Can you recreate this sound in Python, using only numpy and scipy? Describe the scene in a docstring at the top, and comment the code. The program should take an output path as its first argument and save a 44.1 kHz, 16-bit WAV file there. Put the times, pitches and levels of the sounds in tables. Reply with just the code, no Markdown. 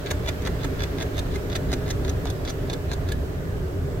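"""A porcupine chewing in its den

A porcupine chews dry food in a wooden den, five to six bites a second, then pauses.
In each bite the teeth grind softly and slip, and the food gives way in a crackle of tiny breaks.
Some bites add a dull knock of the jaw. Head and den colour the sound, and ventilation
rumbles steadily underneath."""
import sys
import numpy as np
from scipy import signal
from scipy.fft import rfft
from scipy.io import wavfile
from scipy.ndimage import uniform_filter1d

SR = 44100
rng = np.random.default_rng(int(sys.argv[2]) if len(sys.argv) > 2 else 0)


def pcm_store(signal):
    """Save signal as 16-bit PCM."""
    levels = np.round(np.clip(np.atleast_2d(signal), -1, 1) * 32767)
    wavfile.write(sys.argv[1], SR, levels.astype(np.int16).T)


N = 176400

# The food giving way, one row a bite; the last four columns set the tone of the crackle.
# start_s, length_s, level_db, bass_db, middle_db, edge_db, treble_db
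CRUNCHES = [(0.1035,0.013,-16.5,1.5,5,-4.5,-11), (0.286,0.0053,-19,-2,8.5,-4,-12),
            (0.4705,0.006,-20.5,8,4,-10,-13), (0.64,.012,-24.5,7.5,7.5,-6,-12),
            (0.832,0.0085,-21,1,5.5,-6,-14), (1.017,.013,-25,5,5,-0.5,-10.5),
            (1.187,0.0095,-19.5,-8,-1,-9,-13), (1.353,0.012,-29,4,9.5,-4,-12),
            (1.551,0.014,-14,-1,.5,-9,-15.5), (1.734,0.005,-18,-4,0,-6,-15.5),
            (1.9,0.014,-19,-1,-1,-0.5,-12.5), (2.09,.009,-24.5,-10,4,0.5,-11.5),
            (2.3,0.004,-25,7,-12,-5,-10.5), (2.492,0.014,-22.5,5,-2,-2,-12),
            (2.728,0.01,-20.5,6.5,-4,-8,-13.5), (2.929,0.0098,-21.5,2,-12,-8.5,-14),
            (3.119,0.0039,-21,-3,0,-11,-10.5)]
GRIND_LEAD_S, GRIND_AFTER_S = 0.06, 0.03  # grinding before and after each crunch starts


def amp(db):
    """Turns decibels into a number to multiply a sound by."""
    return 10 ** (np.asarray(db) / 20)


def unit_level(x):
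    """Scales a signal to an average (rms) level of one."""
    return x / np.sqrt(np.mean(x ** 2) + 1e-20)


def look_up(points, hz):
    """Reads between the rows of a table, on a logarithmic frequency scale."""
    row_hz, value = np.transpose(points)
    return np.interp(np.log(hz + 1), np.log(row_hz + 1), value)


def add(mix, start_s, sound):
    """Mixes a sound in at a given time."""
    part = mix[max(round(start_s * SR), 0):][:len(sound)]
    part += sound[:len(part)]


def tone_filter(db, size):
    """The quickest-acting filter that has the given boost or cut at each frequency."""
    log_gain = np.log(amp(np.concatenate([db, db[-2:0:-1]])))
    spectrum = np.exp(np.conj(signal.hilbert(log_gain)))
    return np.fft.ifft(spectrum).real[:size]


def even_tone(x, smooth_bins):
    """Takes the broad humps out of a sound's spectrum and keeps its fine grain."""
    power = uniform_filter1d(abs(rfft(x, 4096)) ** 2, size=smooth_bins)
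    return signal.fftconvolve(x, tone_filter(-10 * np.log10(abs(power) + 1e-9), size=1024))


def ventilation(level_db=-26.5, flicker_db=1.0, size=4096):
    """Air rumbles in ringing ducts under a faint hiss; the rumble slowly grows and the hiss fades."""
    # Tone of the moving air: frequency_hz, level_db
    air_tone = [(20,-10),(30,-29.5),(42,2),(52,-7.5),(72,3.5),(88,-1),(105,-4),(165,-7),(215,-18.5),(245,-16),(272,-8),(310,-17.5),(350,-14),(395,-9),(470,-16.5),(550,-20),(605,-15.5),(700,-24),(850,-28),(1050,-28),(1400,-28.5),(1700,-28.5),(2200,-34.5),(3500,-38),(5500,-43),(8200,-46),(9000,-51),(10500,-50),(12200,-45.5),(15800,-47.5)]
    # How alike the two sides are (1 means the same): frequency_hz, likeness
    likeness = [(25,.9),(60,.975),(120,.965),(200,.85),(330,.76),(500,.6),(770,.13),(1170,-.15),(4000,-.13),(7000,0)]
    # Which side is louder: frequency_hz, left_minus_right_db
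    balance = [(40,0),(130,-1.5),(260,-0.8),(380,-0.3),(550,-0.5),(750,-5.5),(1100,-2.5),(2500,-1.5),(5000,-2.5),(8000,3),(9500,-3.5),(15000,-1.5)]
    # Slow changes in rumble and hiss: time_s, bass_db, treble_db
    drift = [(0,-7,2),(.8,-4,1),(1.4,-2,-1.5),(1.95,0.5,-3.5),(2.4,-3,-2),(3.1,-1,-4.5),(3.55,-0.5,-6),(3.9,0,-6.5)]
    # How much of the bass change each frequency gets: frequency_hz, share
    bass_share = [(100,1),(250,0.54),(700,0.58)]
    # The same for the treble change: frequency_hz, share
    hiss_share = [(700,0.48),(2000,0.88),(4000,1.1),(8000,0.68),(13000,0.79)]
    hop = size // 4
    frames, hz = N // hop + 5, np.fft.rfftfreq(size, 1 / SR)
    noise = rng.standard_normal((5, frames, len(hz)))
    left, unrelated = noise[0] + 1j * noise[1], noise[2] + 1j * noise[3]
    alike = np.clip(look_up(likeness, hz), -1, 1)
    spectra = np.array([left, alike * left + np.sqrt(1 - alike ** 2) * unrelated])
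    flicker = uniform_filter1d(noise[4], size=3, axis=0)  # smooth over time, then over frequency
    flicker = unit_level(uniform_filter1d(flicker, size=30, axis=1))
    t = np.arange(frames)[:, None] * hop / SR
    time_s, bass_db, treble_db = np.transpose(drift)
    drift_db = np.interp(t, time_s, bass_db) * look_up(bass_share, hz)
    drift_db += np.interp(t, time_s, treble_db) * look_up(hiss_share, hz)
    spectra *= amp(look_up(air_tone, hz) + drift_db + flicker_db * flicker) * (hz > 0)
    spectra *= amp(np.array([.5, -.5])[:, None, None] * look_up(balance, hz))
    air = signal.istft(spectra.transpose(0, 2, 1), nperseg=size, noverlap=size - hop)[1]
    return amp(level_db) * unit_level(air[:, :N])


def crackle(shape, bass_db, middle_db, edge_db, treble_db, breaks_per_s=4000, spread_db=3):
    """Dry food breaks in many tiny clicks of uneven size; shape is their loudness over time."""
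    chance, size, sign = rng.random((3, SR // 4))[:, :len(shape)]
    breaks = chance < breaks_per_s / SR
    strength = amp(spread_db * np.minimum(-np.log(size + 1e-9), 3))  # many small, few large
    clicks = shape * breaks * np.sign(sign - .5) * strength
    bands = [(1000, bass_db), (2400, middle_db), (3600, 0), (4400, 0),
             (6000, edge_db), (8000, treble_db), (15000, 2.12 * treble_db)]  # frequency_hz, level_db
    tone = tone_filter(look_up(bands, np.fft.rfftfreq(256, 1 / SR)), size=128)
    return np.convolve(even_tone(clicks, smooth_bins=71), tone)


def scrape(time_s, shape, treble_db):
    """A tooth slides over the food, sounding thinner as the mouthful is ground down."""
    # Fullness of the scrape: time_s, middle_db
    fullness = [(0,4),(1.6,-1.5),(3.1,-0.5)]
    middle_db = np.interp(time_s, *np.transpose(fullness))
    return crackle(shape, bass_db=4, middle_db=middle_db, edge_db=treble_db / 2, treble_db=treble_db)


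def grind(time_s):
    """The teeth grind in a soft, dull scrape that swells and fades."""
    swell = np.hanning(int((GRIND_LEAD_S + GRIND_AFTER_S) * SR)) ** .5
    return amp(-27) * scrape(time_s, swell, treble_db=-26.5)


def crunch(length_s, tone_db, rise_s=0.0034):
    """The food gives way in a crackle that builds quickly and stops short."""
    rise = np.interp(np.arange(0, length_s, 1 / SR), [0, rise_s], [0.5, 1])
    return crackle(rise, *tone_db)


def bites(slip_s=0.0056, slip_lead_s=0.00064):
    """Each bite grinds softly, slips in short scrapes and ends in a crunch."""
    # Teeth slipping on the food: time_s, level_db, treble_db
    slips = [(0.0597,-25,-16),(0.0662,-24.5,-28),(0.0717,-32,-15),(0.2596,-27,-16),(0.2736,-24,-20),(0.2806,-20.5,-15),
             (0.4184,-31,-11.5),(0.4498,-26,-15),(0.459,-24,-24),(0.4617,-22,-19),(0.6317,-25,-20),
             (0.793,-26,-24),(0.8034,-22.5,-20),(0.819,-22.5,-21),(0.9833,-26,-20),(1.001,-25,-15),(1.0087,-20.5,-19),
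             (1.168,-31,-11),(1.1787,-21.5,-15),(1.3464,-32,-14),(1.498,-27,-17),(1.5165,-27,-21),(1.5264,-22.5,-23),
             (1.7164,-22,-15),(1.7274,-17,-15),(1.878,-29,-13),(1.8891,-30,-11),(2.0472,-24.5,-16),(2.0785,-24.5,-20),
             (2.2535,-25.5,-12.5),(2.2684,-25,-20),(2.2814,-35,-22),(2.4493,-27,-14),(2.475,-21.5,-21),(2.4826,-23.5,-19),
             (2.6973,-21,-16.5),(2.7022,-29,-20),(2.9143,-20,-18),(2.9214,-26,-21),(3.0862,-25,-15),(3.092,-38,-8)]
    out, slip_shape = np.zeros(N), np.hanning(int(slip_s * SR))
    for time_s, level_db, treble_db in slips:
        add(out, time_s - slip_lead_s, amp(level_db - 1) * scrape(time_s, slip_shape, treble_db))
    for start_s, length_s, level_db, *tone_db in CRUNCHES:
        add(out, start_s, amp(level_db + 0.5) * crunch(length_s, tone_db))
        add(out, start_s - GRIND_LEAD_S, grind(start_s))
    return out


def ring_and_scatter(x, colour, rings, fade_60db_s=0.023, scatter_db=5.5, size=4096):
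    """Mouth and den ring at certain pitches, and echoes off nearby boards smear each click."""
    hz, t = np.fft.rfftfreq(size, 1 / SR), np.arange(size) / SR
    ring_db = sum(boost / (1 + (2 * (hz - pitch) / width) ** 2) for pitch, width, boost in rings)
    tone = tone_filter(look_up(colour, hz) + ring_db, size=size // 2)
    scatter = rng.standard_normal(size) * amp(-60 * t / fade_60db_s)
    scatter *= amp(scatter_db) / np.linalg.norm(scatter)
    scatter[0] += 1  # the sound that arrives directly
    response = signal.fftconvolve(even_tone(scatter, smooth_bins=21), tone)
    return signal.oaconvolve(x, response)


def moving_head(teeth, pitch_spread=0.01, boost_spread_db=1.5, right_lag_s=0.00009):
    """Jaw and head shift, so the ringing and the echoes change from bite to bite."""
    # Tone of the chewing on the left: frequency_hz, level_db
    left_colour = [(100,-8),(500,16),(900,4.5),(1300,7.5),(1600,5.5),(2400,7),(3000,2.5),(3450,3),(3700,4.5),(4500,8),(5400,1),(6400,14),(7800,12),(9500,13),(15500,13.5)]
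    # The same on the right: frequency_hz, level_db
    right_colour = [(100,-48),(700,16),(1100,-0.5),(1500,6.5),(2300,4.5),(3200,1),(3400,12),(4200,9.5),(5400,4.5),(6000,15),(6900,12),(8300,14.5),(10500,14.5),(15500,22.5)]
    # Where mouth and den ring: pitch_hz, width_hz, boost_db
    resting_rings = [(1430,67,2.5),(1676,143,12),(2113,170,6.5),(2580,180,2.5),(3020,77,6.5),(3443,120,6.5),(3713,200,6),(4030,150,1.5),(5040,240,6),(5870,130,6.5),(6520,350,3.5),(9600,130,1.5),(10500,260,-1)]
    out = np.zeros((2, N))
    bite_ends = [round((start_s + 2 * GRIND_AFTER_S) * SR) for start_s, *_ in CRUNCHES]
    for start, end in zip([0] + bite_ends, bite_ends):
        moves = rng.standard_normal((len(resting_rings), 2))
        rings = [(pitch * (1 + pitch_spread * shift), width, boost + boost_spread_db * lift)
                 for (pitch, width, boost), (shift, lift) in zip(resting_rings, moves)]
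        add(out[0], start / SR, ring_and_scatter(teeth[start:end], left_colour, rings))
        add(out[1], start / SR + right_lag_s, ring_and_scatter(teeth[start:end], right_colour, rings))
    return out


def den_echo(x, rise_s=0.0014):
    """Echoes off the wooden walls blur into a short tail; the highest treble dies first."""
    # Time the echo takes to fall by 60 dB: frequency_hz, fade_s
    fade_times = [(300,0.14),(1500,0.12),(4000,0.067),(8000,0.18),(15000,0.045)]
    # Tone of the echo: frequency_hz, level_db
    echo_tone = [(1400,6.5),(2600,5),(3700,2),(7000,-4.5),(14000,-1)]
    hz, t, spectra = signal.stft(rng.standard_normal((2, SR // 2)), SR, nperseg=256)
    tail_db = look_up(echo_tone, hz)[:, None] - 60 * t / look_up(fade_times, hz)[:, None]
    tail = signal.istft(spectra * amp(tail_db), SR, nperseg=256)[1]
    tail *= np.minimum(np.arange(tail.shape[1]) / SR / rise_s, 1)
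    return signal.fftconvolve(x, tail / np.linalg.norm(tail[0]), axes=1)[:, :N]


def jaw_knocks(width_hz=430, fade_s=0.01):
    """Some bites add a dull knock of the jaw, stronger on the right."""
    # Knocks of the jaw: start_s, level_db, pitch_hz
    knocks = [(.111,-36.5,726), (.287,-38.5,690), (0.645,-41,636), (1.735,-42,770), (2.255,-37,650)]
    out, t = np.zeros(N), np.arange(SR // 50) / SR
    for start_s, level_db, pitch_hz in knocks:
        band = signal.iirpeak(pitch_hz, pitch_hz / width_hz, SR)
        push = np.exp(-(t / fade_s) ** 2) * rng.standard_normal(len(t))
        knock = signal.lfilter(*band, signal.lfilter(*band, push))
        add(out, start_s, amp(level_db) * unit_level(knock))
    return out * amp([[-3], [3]])


def scene():
    """The chewing animal and the echo of its den, over the ventilation."""
    teeth = amp(11.5) * bites()
    chewing = jaw_knocks() + moving_head(teeth)
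    return chewing + amp(-14) * den_echo(chewing) + ventilation()


def record(dry):
    """Cuts away the very highest treble, above 15950 Hz."""
    low_pass = signal.firwin(511, 15950, window=("kaiser", 9), fs=SR)
    return signal.oaconvolve(dry, low_pass[None], "same")


dry = scene()
out = record(dry)
pcm_store(out)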